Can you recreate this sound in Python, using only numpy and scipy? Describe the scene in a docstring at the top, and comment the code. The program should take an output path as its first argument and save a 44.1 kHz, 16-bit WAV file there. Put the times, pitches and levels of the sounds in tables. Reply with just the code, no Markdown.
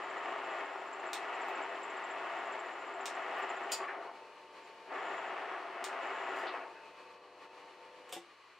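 """Gears growl first, close to the microphone pair: a metal shaper strokes over steel in a small workshop.
The growl, teeth knocking in an iron casting, swells with each stroke; a shaft squeals in short chirps once a
turn, and the tool box snaps as noise bursts ringing through steel. The drive is let out, taken up for one more
stroke and let out again. The motor, filtered noise for the whirr and sines for the hum, runs on alone until
it is switched off with a clack: the hum goes at once, the whirr sinks slowly."""
import sys
import numpy as np
from scipy import signal
from scipy.fft import rfft, irfft, next_fast_len
from scipy.io import wavfile
from scipy.ndimage import map_coordinates

SR = 44100
rng = np.random.default_rng(int(sys.argv[2]) if len(sys.argv) > 2 else 0)


def master_out(mix):
    """Clip the mix to full scale and print it as 16-bit PCM to the path in sys.argv[1]."""
    frames = np.transpose(np.atleast_2d(mix))
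    ceiling = np.clip(frames, -1, 1)
    pcm = np.round(ceiling * 32767).astype(np.int16)
    wavfile.write(sys.argv[1], SR, pcm)


N = 378819
TIME = np.arange(N) / SR
LEAN_LEFT = [[1.], [-1.]]  # dB for left and right: a source a little to the left
POWER_OFF_S = 8.12


def amp(db):
    """Decibels to gain."""
    return 10 ** (np.asarray(db) / 20)


def evened(x):
    """Scales to rms 1."""
    return x / np.sqrt(np.mean(x ** 2) + 1e-20)


def unit_energy(x):
    """Scales to a sum of squares of 1."""
    return x / np.linalg.norm(x)


def read(points, hz):
    """Reads a spectrum on a log-frequency axis."""
    f, value = np.transpose(points)
    return np.interp(np.log(hz + 1), np.log(f + 1), value)


def add(mix, s, sound):
    """Mixes a sound in at a time."""
    part = mix[..., max(round(s * SR), 0):][..., :sound.shape[-1]]
    part += sound[..., :part.shape[-1]]


def since(s):
    """Seconds since a moment, zero before it."""
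    return np.maximum(TIME - s, 0)


def gate(start_s, end_s, edge_s):
    """Opens from the start and is shut by the end, with sloping edges."""
    return np.clip(np.minimum(TIME - start_s, end_s - TIME) / edge_s, 0, 1)


def drift(per_s, count=600):
    """Smooth random wandering of rms 1, through so many random points a second."""
    points = rng.standard_normal(count)
    slow = evened(map_coordinates(points, [TIME[::64] * per_s], mode="wrap"))
    return slow.repeat(64)[:N]


def band(x, lo_hz, hi_hz, order=2):
    """Band-pass."""
    edges = [lo_hz, min(hi_hz, SR / 2 - 1)]
    return signal.sosfilt(signal.butter(order, edges, "band", fs=SR, output="sos"), x)


def smooth_pass(x, hz, side):
    """Low-pass or high-pass without delay."""
    return signal.sosfiltfilt(signal.butter(2, hz, side, fs=SR, output="sos"), x)


def singing(hz, width_hz):
    """A narrow, rubbed resonance: band-passed noise of rms 1."""
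    return evened(band(rng.standard_normal(N), hz - width_hz / 2, hz + width_hz / 2))


def burst(length_s, size=6000):
    """A contact of unit energy: fine chatter that dies away."""
    return unit_energy(rng.standard_normal(size) * np.exp(-TIME[:size] / length_s))


def body(x, colour, resonances=(), size=8192):
    """Causal filter of unit energy: a broad colour with resonances standing on it."""
    hz = abs(np.fft.fftfreq(size, 1 / SR))
    peaks_db = sum(g / (1 + (2 * (hz - f) / w) ** 2) for f, w, g in resonances)
    log_gain = np.log(amp(read(colour, hz) + peaks_db))
    # minimum phase: the ring starts at once and only dies away
    ring = np.fft.ifft(np.exp(np.conj(signal.hilbert(log_gain)))).real[:size // 2]
    return signal.oaconvolve(np.atleast_2d(x), unit_energy(ring)[None], axes=1)[:, :x.shape[-1]]


def struck(blows, modes, rise_s=.002, size=16000):
    """Blows (time [s], level [dB]) set the decaying sine modes of one object ringing."""
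    t, out = TIME[:size], np.zeros(N)
    ring = sum(amp(db - 60 * t / t60) * np.sin(2 * np.pi * (hz * t + rng.random()))
               for hz, db, t60 in modes)
    for s, db in blows:
        add(out, s, amp(db) * ring * (1 - np.exp(-t / rise_s)))
    return out


# likeness of the two microphones: (frequency [Hz], left-right correlation [-1 to 1])
PAIR_LIKENESS = [(40, 0.3), (120, 0.42), (300, 0.97), (600, 0.96), (1200, .95), (2200, 0.9), (4000, 0.62),
                 (8000, 0.3), (14000, 0.33)]
# lean of the microphone pair: (frequency [Hz], left minus right [dB])
PAIR_BALANCE = [(60, -1.5), (250, 1.5), (500, 3.5), (1000, 2.5), (2000, 1.5), (4000, -0.1), (12000, 2.5)]


def ports(pair):
    """Two unrelated signals become a microphone pair, its likeness and balance varying with pitch."""
    size = next_fast_len(pair.shape[1])
    (a, b), hz = rfft(pair, size), np.fft.rfftfreq(size, 1 / SR)
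    same = np.clip(read(PAIR_LIKENESS, hz), -1, 1)
    mid = a * np.sqrt((1 + same) / 2)
    side = b * np.sqrt((1 - same) / 2)
    lean = amp(read(PAIR_BALANCE, hz) / 2)
    return irfft(np.array([(mid + side) * lean, (mid - side) / lean]), size)[:, :pair.shape[1]]


# how long the workshop rings: (frequency [Hz], 60 dB decay time [s])
ROOM_DECAY = [(100, 0.1), (1000, 0.22), (4000, 0.22), (8000, 0.19), (15000, 0.12)]


def workshop(x, direct_db, wet_db, gap_s=.002):
    """Direct sound, then dense reflections from close walls and machines, each pitch dying at its own rate."""
    size = SR // 2
    taps = rng.standard_normal((2, size)) * (rng.random((2, size)) < 5000 / SR)  # 5000 a second
    taps *= TIME[:size] > gap_s
    hz, t, z = signal.stft(taps, SR, nperseg=256)
    decay = amp(-60 * t / read(ROOM_DECAY, hz)[:, None])
    tail = ports(signal.istft(z * decay, SR, nperseg=256)[1])
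    tail = unit_energy(tail) * np.sqrt(2)  # unit energy per microphone
    wet = signal.oaconvolve(x[None], tail, axes=1)[:, :N]
    return amp(direct_db) * x + amp(wet_db) * wet


# colour of belt and bearing whirr: (frequency [Hz], relative density [dB per Hz])
WHIRR_COLOUR = [(30, -33), (60, -30.5), (135, -16), (180, -12), (235, -11.5), (300, -3.5), (480, 0),
                (900, 0), (1500, -3), (2500, -4.5), (3500, -11.5), (5500, -17.5), (9000, -26.5),
                (15000, -42)]
# resonances of the belt guard and pulleys: (frequency [Hz], width [Hz], height [dB])
GUARD_RESONANCES = [(190, 30, 5.5), (364, 36, 6.5), (740, 120, -2), (920, 120, 2), (1750, 60, 2),
                    (2425, 46, 5), (2924, 98, 7.5)]
LULL_S, LULL_WIDTH_S, LULL_WHIRR_DB = 7.24, .14, -4.8  # the idling motor goes briefly quieter
COAST_FALL_DB_PER_S = 8  # after the current is cut
# without current the motor's magnetic rumble, the low part of the whirr, drops
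MAGNETIC_RUMBLE_DB, MAGNETIC_RUMBLE_S, MAGNETIC_RUMBLE_BELOW_HZ = -3.8, .1, 950
# the bearings sing on steadily: (frequency [Hz], width [Hz], level [dB])
BEARING_TONES = [(430, 19, -77), (1123, 160, -65.5), (1917, 150, -76.5), (2370, 400, -74.5),
                 (4260, 570, -74)]


def motor_whirr(whirr_db=-57.9, flutter_db=1.1):
    """Noise of belt, bearings and magnetic rumble, coloured by the guard, sinks once the current is cut."""
    off_s, lull = since(POWER_OFF_S), np.exp(-((TIME - LULL_S) / LULL_WIDTH_S) ** 2)
    whirr = evened(body(rng.standard_normal((2, N)), WHIRR_COLOUR, GUARD_RESONANCES))
    whirr = whirr * amp(whirr_db + LULL_WHIRR_DB * lull - COAST_FALL_DB_PER_S * off_s)
    rumble = smooth_pass(whirr, MAGNETIC_RUMBLE_BELOW_HZ, "low")
    whirr = whirr + rumble * (amp(MAGNETIC_RUMBLE_DB * np.minimum(off_s / MAGNETIC_RUMBLE_S, 1)) - 1)
    bearings = sum(amp(db) * np.array([singing(hz, width), singing(hz, width)])
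                   for hz, width, db in BEARING_TONES)
    return ports(whirr + bearings) * amp(flutter_db * drift(25))


# motor hum: magnetic tones, with rotor tones near 377, 425 and 468 Hz: (frequency [Hz], level [dB])
HUM_LINES = [(299.5, -80), (376.8, -73), (424.5, -76), (468.3, -73), (549.1, -76), (598.5, -69.5),
             (699.8, -71), (796.7, -74.5), (1001, -74), (1098, -72)]
WHINE_HZ, DRONE_HZ = 899.2, 500
# slot whine: (time [s], level [dB])
WHINE_CURVE = [(4.2, -60.5), (6.9, -59.8), (7.12, -62.5), (7.27, -73), (7.45, -62), (8.1, -61.8)]
# drone, loudest just before the current is cut: (time [s], level [dB])
DRONE_CURVE = [(4.4, -70), (6.75, -69.5), (7.05, -66.5), (7.3, -66), (7.5, -63.8), (8.1, -62.5)]
MAINS_HZ, MAINS_DB = 100, -91  # a faint tone that stays to the end
HUM_FALL_DB_PER_S = 130  # after the current is cut


def motor_hum():
    """Magnetic pull and the turning rotor hum in slightly wavering tones, which collapse with the current."""
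    def line(hz, db):
        level = np.sqrt(2) * amp(db + 1.1 * drift(12) + 1.5 * drift(2.5))
        return level * np.sin(2 * np.pi * hz * TIME + .25 * drift(14))
    hum = sum(line(hz, db) for hz, db in HUM_LINES)
    whine = line(WHINE_HZ, np.interp(TIME, *np.transpose(WHINE_CURVE)))
    drone = line(DRONE_HZ, np.interp(TIME, *np.transpose(DRONE_CURVE)))
    fall = amp(-HUM_FALL_DB_PER_S * since(POWER_OFF_S))
    return (hum + whine + drone) * fall + line(MAINS_HZ, MAINS_DB)


CLUTCH_HZ, CLUTCH_RISE_S, CLUTCH_FADE_DB_PER_S = 2577, .12, 10


def clutch(width_hz=70, flutter_db=2.):
    """The freed plate rubs and rings, fading, until it is taken up again or the current is cut."""
    ends = [run[0] for run in RAM_RUNS[1:]] + [POWER_OFF_S]
    level = np.zeros(N)
    for (_, _, still_s, _, _, db), end_s in zip(RAM_RUNS, ends):
        free = gate(still_s, end_s + CLUTCH_RISE_S, CLUTCH_RISE_S)
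        level += free * amp(db - CLUTCH_FADE_DB_PER_S * since(still_s))
    return singing(CLUTCH_HZ, width_hz) * level * amp(flutter_db * drift(16))


# small chips landing on the steel: (time [s], level [dB])
CHIP_PINGS = [(1.482, -34), (3.3855, -35)]


def chips(lo_hz=11500, hi_hz=15600, length_s=.003):
    """A flying chip lands with a tiny, glassy tick: a short burst in the top treble."""
    out = np.zeros(N)
    for s, db in CHIP_PINGS:
        add(out, s, amp(db) * burst(length_s))
    return band(out, lo_hz, hi_hz)


# slack parts: (time [s], relative level [dB], length [s], centre [Hz], width [octaves])
SLACK_KNOCKS = [(3.695, -20.5, .01, 2620, .55), (3.797, -10.5, .04, 1160, .16),
                (3.825, -21, .015, 1650, .6), (3.879, -12.5, .014, 1800, .7), (3.958, -23, .014, 420, .8),
                (6.428, -15, .025, 1300, 1.2), (6.442, -20, .012, 390, .8), (6.467, -21.5, .016, 3580, .7),
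                (6.539, -16, .0083, 1100, 1.6), (6.605, -21, .018, 1700, 1.2),
                (6.75, -27.5, .035, 1700, .6)]


def knocks():
    """Slack parts thud dully, each a noise burst in its own range."""
    out = np.zeros(N)
    for s, db, length_s, hz, octaves in SLACK_KNOCKS:
        half_width = 2 ** (octaves / 2)
        thud = band(burst(length_s), hz / half_width, hz * half_width, order=4)
        add(out, s, amp(db) * unit_energy(thud))
    return out


# colour of the switch contacts: (frequency [Hz], relative level [dB])
CONTACT_COLOUR = [(100, -22), (300, -6), (550, 5.5), (1100, -4), (1700, -1), (2400, 0), (2950, 0),
                  (3450, 3.5), (4300, -9), (5400, -3.5), (8000, -3), (10000, -13), (12500, -11),
                  (16000, -22)]
# the stop switch, button, trip, contactor falling open:
# (time [s], relative click level [dB], contact time [s], relative box thud [dB])
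SWITCH_CONTACTS = [(8.091, -23, .0089, -40), (8.1228, -18, .002, -26), (8.1258, -6.8, .0015, -15),
                   (8.132, -13, .004, -24), (8.14, -19, .0073, -30), (8.1535, -21, .005, -22),
                   (8.164, -23, .0027, 0)]


def switch(level_db=-7.7):
    """The contacts of the stop switch click in a quick rattle."""
    clicks = np.zeros(N)
    for s, click_db, contact_s, _ in SWITCH_CONTACTS:
        add(clicks, s, amp(click_db) * burst(contact_s))
    return amp(level_db) * body(clicks, CONTACT_COLOUR)[0]


# what the hollow switch box rings with: (frequency [Hz], relative level [dB], 60 dB decay time [s])
BOX_RING = [(180, -62, .2), (280, -52, .08), (345, -46.5, .32), (450, -49, .06), (560, -45, .1),
            (755, -43, .12), (825, -43, .1), (1155, -53, .1), (1700, -56, .07), (2005, -52, .14),
            (2350, -56, .1)]


def switch_box():
    """The hollow box booms in its own modes under every contact of the switch."""
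    return struck([(s, db) for s, _, _, db in SWITCH_CONTACTS], BOX_RING)


# the gears clunk across their backlash as the load comes off: (time [s], relative level [dB])
GEAR_CLUNKS = [(3.812, -3), (3.836, -1), (3.947, -3), (3.975, -9), (4.012, -10), (4.063, -11), (4.089, -4),
               (6.472, -6), (6.539, 3.5), (6.565, -8), (6.601, -5), (6.631, -7), (6.665, -11)]
# what a gear wheel rings with: (frequency [Hz], relative level [dB], 60 dB decay time [s])
WHEEL_RING = [(390, -51, .1), (505, -50, .09), (590, -50, .09), (680, -44, .08), (712, -41, .12),
              (940, -46, .06), (1080, -44, .09), (1430, -50, .05), (2220, -54, .08)]


def clunks():
    """Teeth fall across their backlash and set the gear wheels ringing."""
    return struck(GEAR_CLUNKS, WHEEL_RING)


# the tool edge catching on the steel: (time [s], relative level [dB], contact time [s])
EDGE_CATCHES = [(3.7155, -15, .002), (3.719, 0, .0035), (3.7245, -2.5, .004), (6.36, -26, .012),
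                (6.385, -24, .02)]
# colour of the tool: (frequency [Hz], relative level [dB])
EDGE_COLOUR = [(100, -43), (1200, -25), (2500, -3.5), (4000, 0.5), (9500, -5), (10600, -11.5),
               (15500, -11.5)]
# resonances of the tool in its post: (frequency [Hz], width [Hz], height [dB])
TOOL_RESONANCES = [(2570, 180, 9), (3150, 250, 3), (4830, 300, 8), (7100, 330, 14), (8130, 180, 6),
                   (8680, 200, 4), (12000, 700, 3), (13500, 800, 8)]


def catches(level_db=-8.2):
    """The edge chatters briefly and sets the tool ringing."""
    out = np.zeros(N)
    for s, db, contact_s in EDGE_CATCHES:
        add(out, s, amp(db + level_db) * burst(contact_s))
    return body(out, EDGE_COLOUR, TOOL_RESONANCES)[0]


# the clapper box snaps as the ram turns back, and ticks:
# (time [s], relative level [dB], contact time [s], relative low push [dB])
CLAPPER_SNAPS = [(1.1325, -7.2, 0.0012, -21), (3.0575, -7.8, 0.00039, -16), (5.842, -8.8, 0.0018, -15)]
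# colour of the snaps: (frequency [Hz], relative level [dB])
CLAPPER_COLOUR = [(100, -24), (500, -11), (1500, -2), (2900, 4), (4400, -1.5), (6000, -3), (8900, -3.3),
                  (10400, -19), (12000, -14.5), (16000, -15.5)]
# resonances of the clapper box: (frequency [Hz], width [Hz], height [dB])
CLAPPER_RESONANCES = [(3800, 600, 4), (5320, 520, 6.5), (7100, 600, 3), (8500, 500, 3), (11700, 700, 2),
                      (14300, 900, 2)]
REBOUND_S, REBOUND_DB = .0042, -9  # the clapper bounces once
CHATTER_S, CHATTER_DB = .02, -7  # and rattles on in its seat


def snaps(level_db=-6.5, push_hz=160, frame_db=-12.5):
    """Hard steel contacts: one sharp tick, a bounce and a dying rattle, and a low push through the frame."""
    pushes, contacts = np.zeros(N), np.zeros(N)
    tick = signal.unit_impulse(6000)
    push = unit_energy(band(tick, 25, push_hz, order=1))
    for s, db, contact_s, push_db in CLAPPER_SNAPS:
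        hit = 1.35 * tick + .55 * burst(contact_s)
        rebound = amp(REBOUND_DB) * burst(contact_s) + amp(CHATTER_DB) * burst(CHATTER_S)
        add(contacts, s, amp(db) * hit)
        add(contacts, s + REBOUND_S, amp(db) * rebound)
        add(pushes, s, amp(db + push_db + frame_db) * push)
    return amp(level_db) * (pushes + body(contacts, CLAPPER_COLOUR, CLAPPER_RESONANCES)[0])


SHAFT_TURNS_PER_S, DRY_SPOT_S, DRY_UNTIL_S = 14.435, .031, 3.68  # first pass of the dry spot, and its end
CHIRP_DB, CHIRP_SPREAD_DB = -73, 1.3  # the faint chirp of every turn between bouts
CHIRP_S, CHIRP_RISE_S, SLIP_S = .018, .002, .0062  # a chirp stutters in about three slips
RUB_EDGE_S = .04
# bouts of loud chirping: (start [s], end [s], level [dB])
CHIRP_BOUTS = [(.07, .13, -64), (.41, .62, -66), (.9, .97, -60.5), (1.04, 1.1, -60.5), (1.31, 1.66, -60.5),
               (1.8, 1.86, -56), (1.86, 2.14, -59), (2.36, 2.76, -67), (2.49, 2.63, -58.5),
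               (2.84, 3.18, -64.5), (3.39, 3.66, -64), (3.46, 3.53, -58.5)]
# the same shaft rubbing without a break: (start [s], end [s], relative level [dB])
RUB_BOUTS = [(-.1, .85, -73), (.85, 3.85, -74), (4.62, 4.69, -75), (4.92, 5.32, -71), (5.99, 6.46, -69)]


def shaft(hz=7390, waver_hz=130, slip_depth=.45, rasp=.35, rasp_width_hz=650,
          rub_hz=7230, rub_width_hz=380, rub_db=-2.7):
    """A dry spot stutters on one thin pitch as it comes round, over a faint sung rub."""
    t = np.arange(0, CHIRP_S, 1 / SR)
    slips = 1 + slip_depth * np.cos(2 * np.pi * (t - CHIRP_RISE_S) / SLIP_S)
    swell = np.minimum(t / CHIRP_RISE_S, 1) * np.sqrt(1 - t / CHIRP_S) * slips
    pitch = hz + waver_hz * drift(500, count=5000)
    squeal = evened(np.sin(2 * np.pi * np.cumsum(pitch) / SR) + rasp * singing(hz, rasp_width_hz))
    chirps = np.zeros(N)
    turns = np.arange(DRY_SPOT_S, DRY_UNTIL_S, 1 / SHAFT_TURNS_PER_S)
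    for s, chance in zip(turns, rng.standard_normal(len(turns))):
        loudest_db = max([CHIRP_DB] + [db for start, end, db in CHIRP_BOUTS if start < s < end])
        add(chirps, s - CHIRP_RISE_S, amp(loudest_db + CHIRP_SPREAD_DB * chance) * swell)
    once_a_turn = np.cos(2 * np.pi * SHAFT_TURNS_PER_S * (TIME - DRY_SPOT_S - SLIP_S))
    rub = singing(rub_hz, rub_width_hz) * (1 + .4 * once_a_turn * (TIME < DRY_UNTIL_S))
    pressure = sum(amp(db) * gate(start, end, RUB_EDGE_S) for start, end, db in RUB_BOUTS)
    return chirps * squeal + rub * pressure * amp(rub_db + 2.2 * drift(70))


# runs of the ram: (clutch in [s], clutch out [s], standstill [s], a moment fully forward [s],
# gear level before effort [dB], starting ring of the freed clutch [dB])
RAM_RUNS = [(-1, 3.85, 4.085, 0.875, -41.1, -69.5), (4.845, 6.56, 6.64, 5.635, -40.7, -65.5)]
# colour of the teeth: (frequency [Hz], relative density [dB per Hz])
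TOOTH_COLOUR = [(50, -36.5), (130, -33.5), (220, -15), (270, -4.0), (340, -4), (500, 1.2), (1000, -0.74),
                (2000, 0.0), (2900, -6), (4200, -22), (6000, -28.4), (8800, -34.5), (10500, -54.5),
                (15000, -51)]
# resonances of the iron body: (frequency [Hz], width [Hz], height [dB])
CASTING_RESONANCES = [(162, 18, 4), (348, 19, 7.0), (389, 50, 12.0), (546, 14, 2.9), (597, 14, 3.5),
                      (648, 25, 6.9), (687, 40, 12.0), (754, 39, 9.1), (809, 24, 8.9), (876, 53, 7.3),
                      (947, 52, 8.5), (1067, 83, 7.9), (1177, 66, 8.5), (1282, 65, 8.2), (1422, 55, 7.5),
                      (1729, 116, 4.0), (1838, 54, 4.2), (1944, 43, 5.8), (2208, 30, 5.5), (2405, 70, -3.5),
                      (2590, 25, 8.2), (2852, 48, 2.5), (5223, 295, 2.0)]
STROKE_S = 1.925
# every stroke, quick return then slow cut: (time after fully forward [s], effort [dB],
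# brightness [dB], weight of the low growl [dB])
STROKE_SHAPE = [(0, -3.3, -1.2, -1), (.24, -1.3, -.5, -.5), (.45, 1.1, .8, -1.5), (.66, .9, 1.6, .5),
                (.93, -1.8, .8, .5), (1.3, 0, 1.5, -.5), (1.68, -.3, .5, -.5), (1.925, -3.3, -1.2, -1)]
# the growl surges or dips briefly: (time [s], half length [s], change [dB])
GROWL_SURGES = [(.3, .08, .8), (.58, .07, 1.6), (1.06, .025, 2.5), (1.42, .1, .6), (1.58, .05, 1.2),
                (2.36, .12, 1.0), (3.41, .08, 1.6), (3.775, .025, -2.5), (3.868, .012, -4),
                (5.53, .045, 2.5), (6.02, .04, 1.5), (6.45, .035, 2.0), (6.515, .014, -1.5),
                (6.58, .04, 1.2)]
LOAD_DB_PER_S = .05  # the gears work a little harder as a run goes on
TAKE_UP_S, JOLT_DB, JOLT_S, JOLT_DULL_DB = .09, 9, .075, -13  # the clutch bites with a dull surge
# let out, the gears sink and dull, then die away
COAST_DB, COAST_DULL_DB, SETTLE_DB_PER_S = -4.8, -12.5, 90
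# the frame drones during the cut
CUT_FROM_S, CUT_LENGTH_S, CUT_HZ, CUT_WIDTH_HZ, CUT_DB = .9, .85, 163, 20, -80.5


def gears(knocks_per_s=2200, spread_db=2., slide=1.15, flutter_db=.35, weight_flutter_db=.6):
    """Teeth knock and slide inside the casting; the load of each stroke swells and brightens the growl."""
    teeth = (rng.random((2, N)) < knocks_per_s / SR) * rng.standard_normal((2, N))
    teeth *= amp(spread_db * np.minimum(rng.exponential(size=(2, N)), 2))
    contact = evened(teeth) + slide * rng.standard_normal((2, N))
    growl = evened(ports(body(contact, TOOTH_COLOUR, CASTING_RESONANCES)))
    low, high = smooth_pass(growl, 520, "low"), smooth_pass(growl, 1500, "high")
    frame = amp(CUT_DB) * singing(CUT_HZ, CUT_WIDTH_HZ)
    stroke_s, *shape = np.transpose(STROKE_SHAPE)
    out = np.zeros((2, N))
    for in_s, out_s, still_s, forward_s, level_db, _ in RAM_RUNS:
        place_s = (TIME - forward_s) % STROKE_S
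        effort_db, bright_db, weight_db = (np.interp(place_s, stroke_s, column) for column in shape)
        jolt = np.exp(-since(in_s) / JOLT_S)
        coast = np.minimum(since(out_s) / (still_s - out_s), 1)
        effort_db = effort_db + LOAD_DB_PER_S * (TIME - forward_s) + JOLT_DB * jolt + COAST_DB * coast
        bright_db = bright_db + JOLT_DULL_DB * jolt + COAST_DULL_DB * coast
        weight_db = weight_db + weight_flutter_db * drift(14)
        moving = np.minimum(since(in_s) / TAKE_UP_S, 1) ** 2 * amp(-SETTLE_DB_PER_S * since(still_s))
        tone = growl + high * (amp(bright_db) - 1) + low * (amp(weight_db) - 1)
        cut_place = np.clip((place_s - CUT_FROM_S) / CUT_LENGTH_S, 0, 1)
        cutting = np.sqrt(abs(np.sin(np.pi * cut_place))) * (1 - coast)
        out += moving * (amp(level_db + effort_db) * tone + cutting * frame)
    swell_db = sum(db * np.exp(-((TIME - s) / half_s) ** 2) for s, half_s, db in GROWL_SURGES)
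    return out * amp(swell_db + flutter_db * drift(30))


def scene():
    """The motor behind, small noises out in the room, shaft and heavy parts nearer, the gears in front."""
    motor = motor_whirr() + (motor_hum() + clutch()) * amp(LEAN_LEFT)
    far = workshop(catches() + knocks() + switch() + chips(), direct_db=-4, wet_db=-1)
    clapper = workshop(snaps(), direct_db=-6, wet_db=-3.5)
    near = workshop(shaft(), direct_db=-.5, wet_db=-7)
    heavy = workshop(clunks() + switch_box(), direct_db=0, wet_db=-14) * amp(LEAN_LEFT)
    return motor + far + clapper + near + heavy + gears()


def record(dry):
    """The recorder's band limit: nothing much above 15.8 kHz."""
    low_pass = signal.firwin(511, 15800, window=("kaiser", 9), fs=SR)
    return signal.oaconvolve(dry, low_pass[None], "same")


dry = scene()
out = record(dry)
master_out(out)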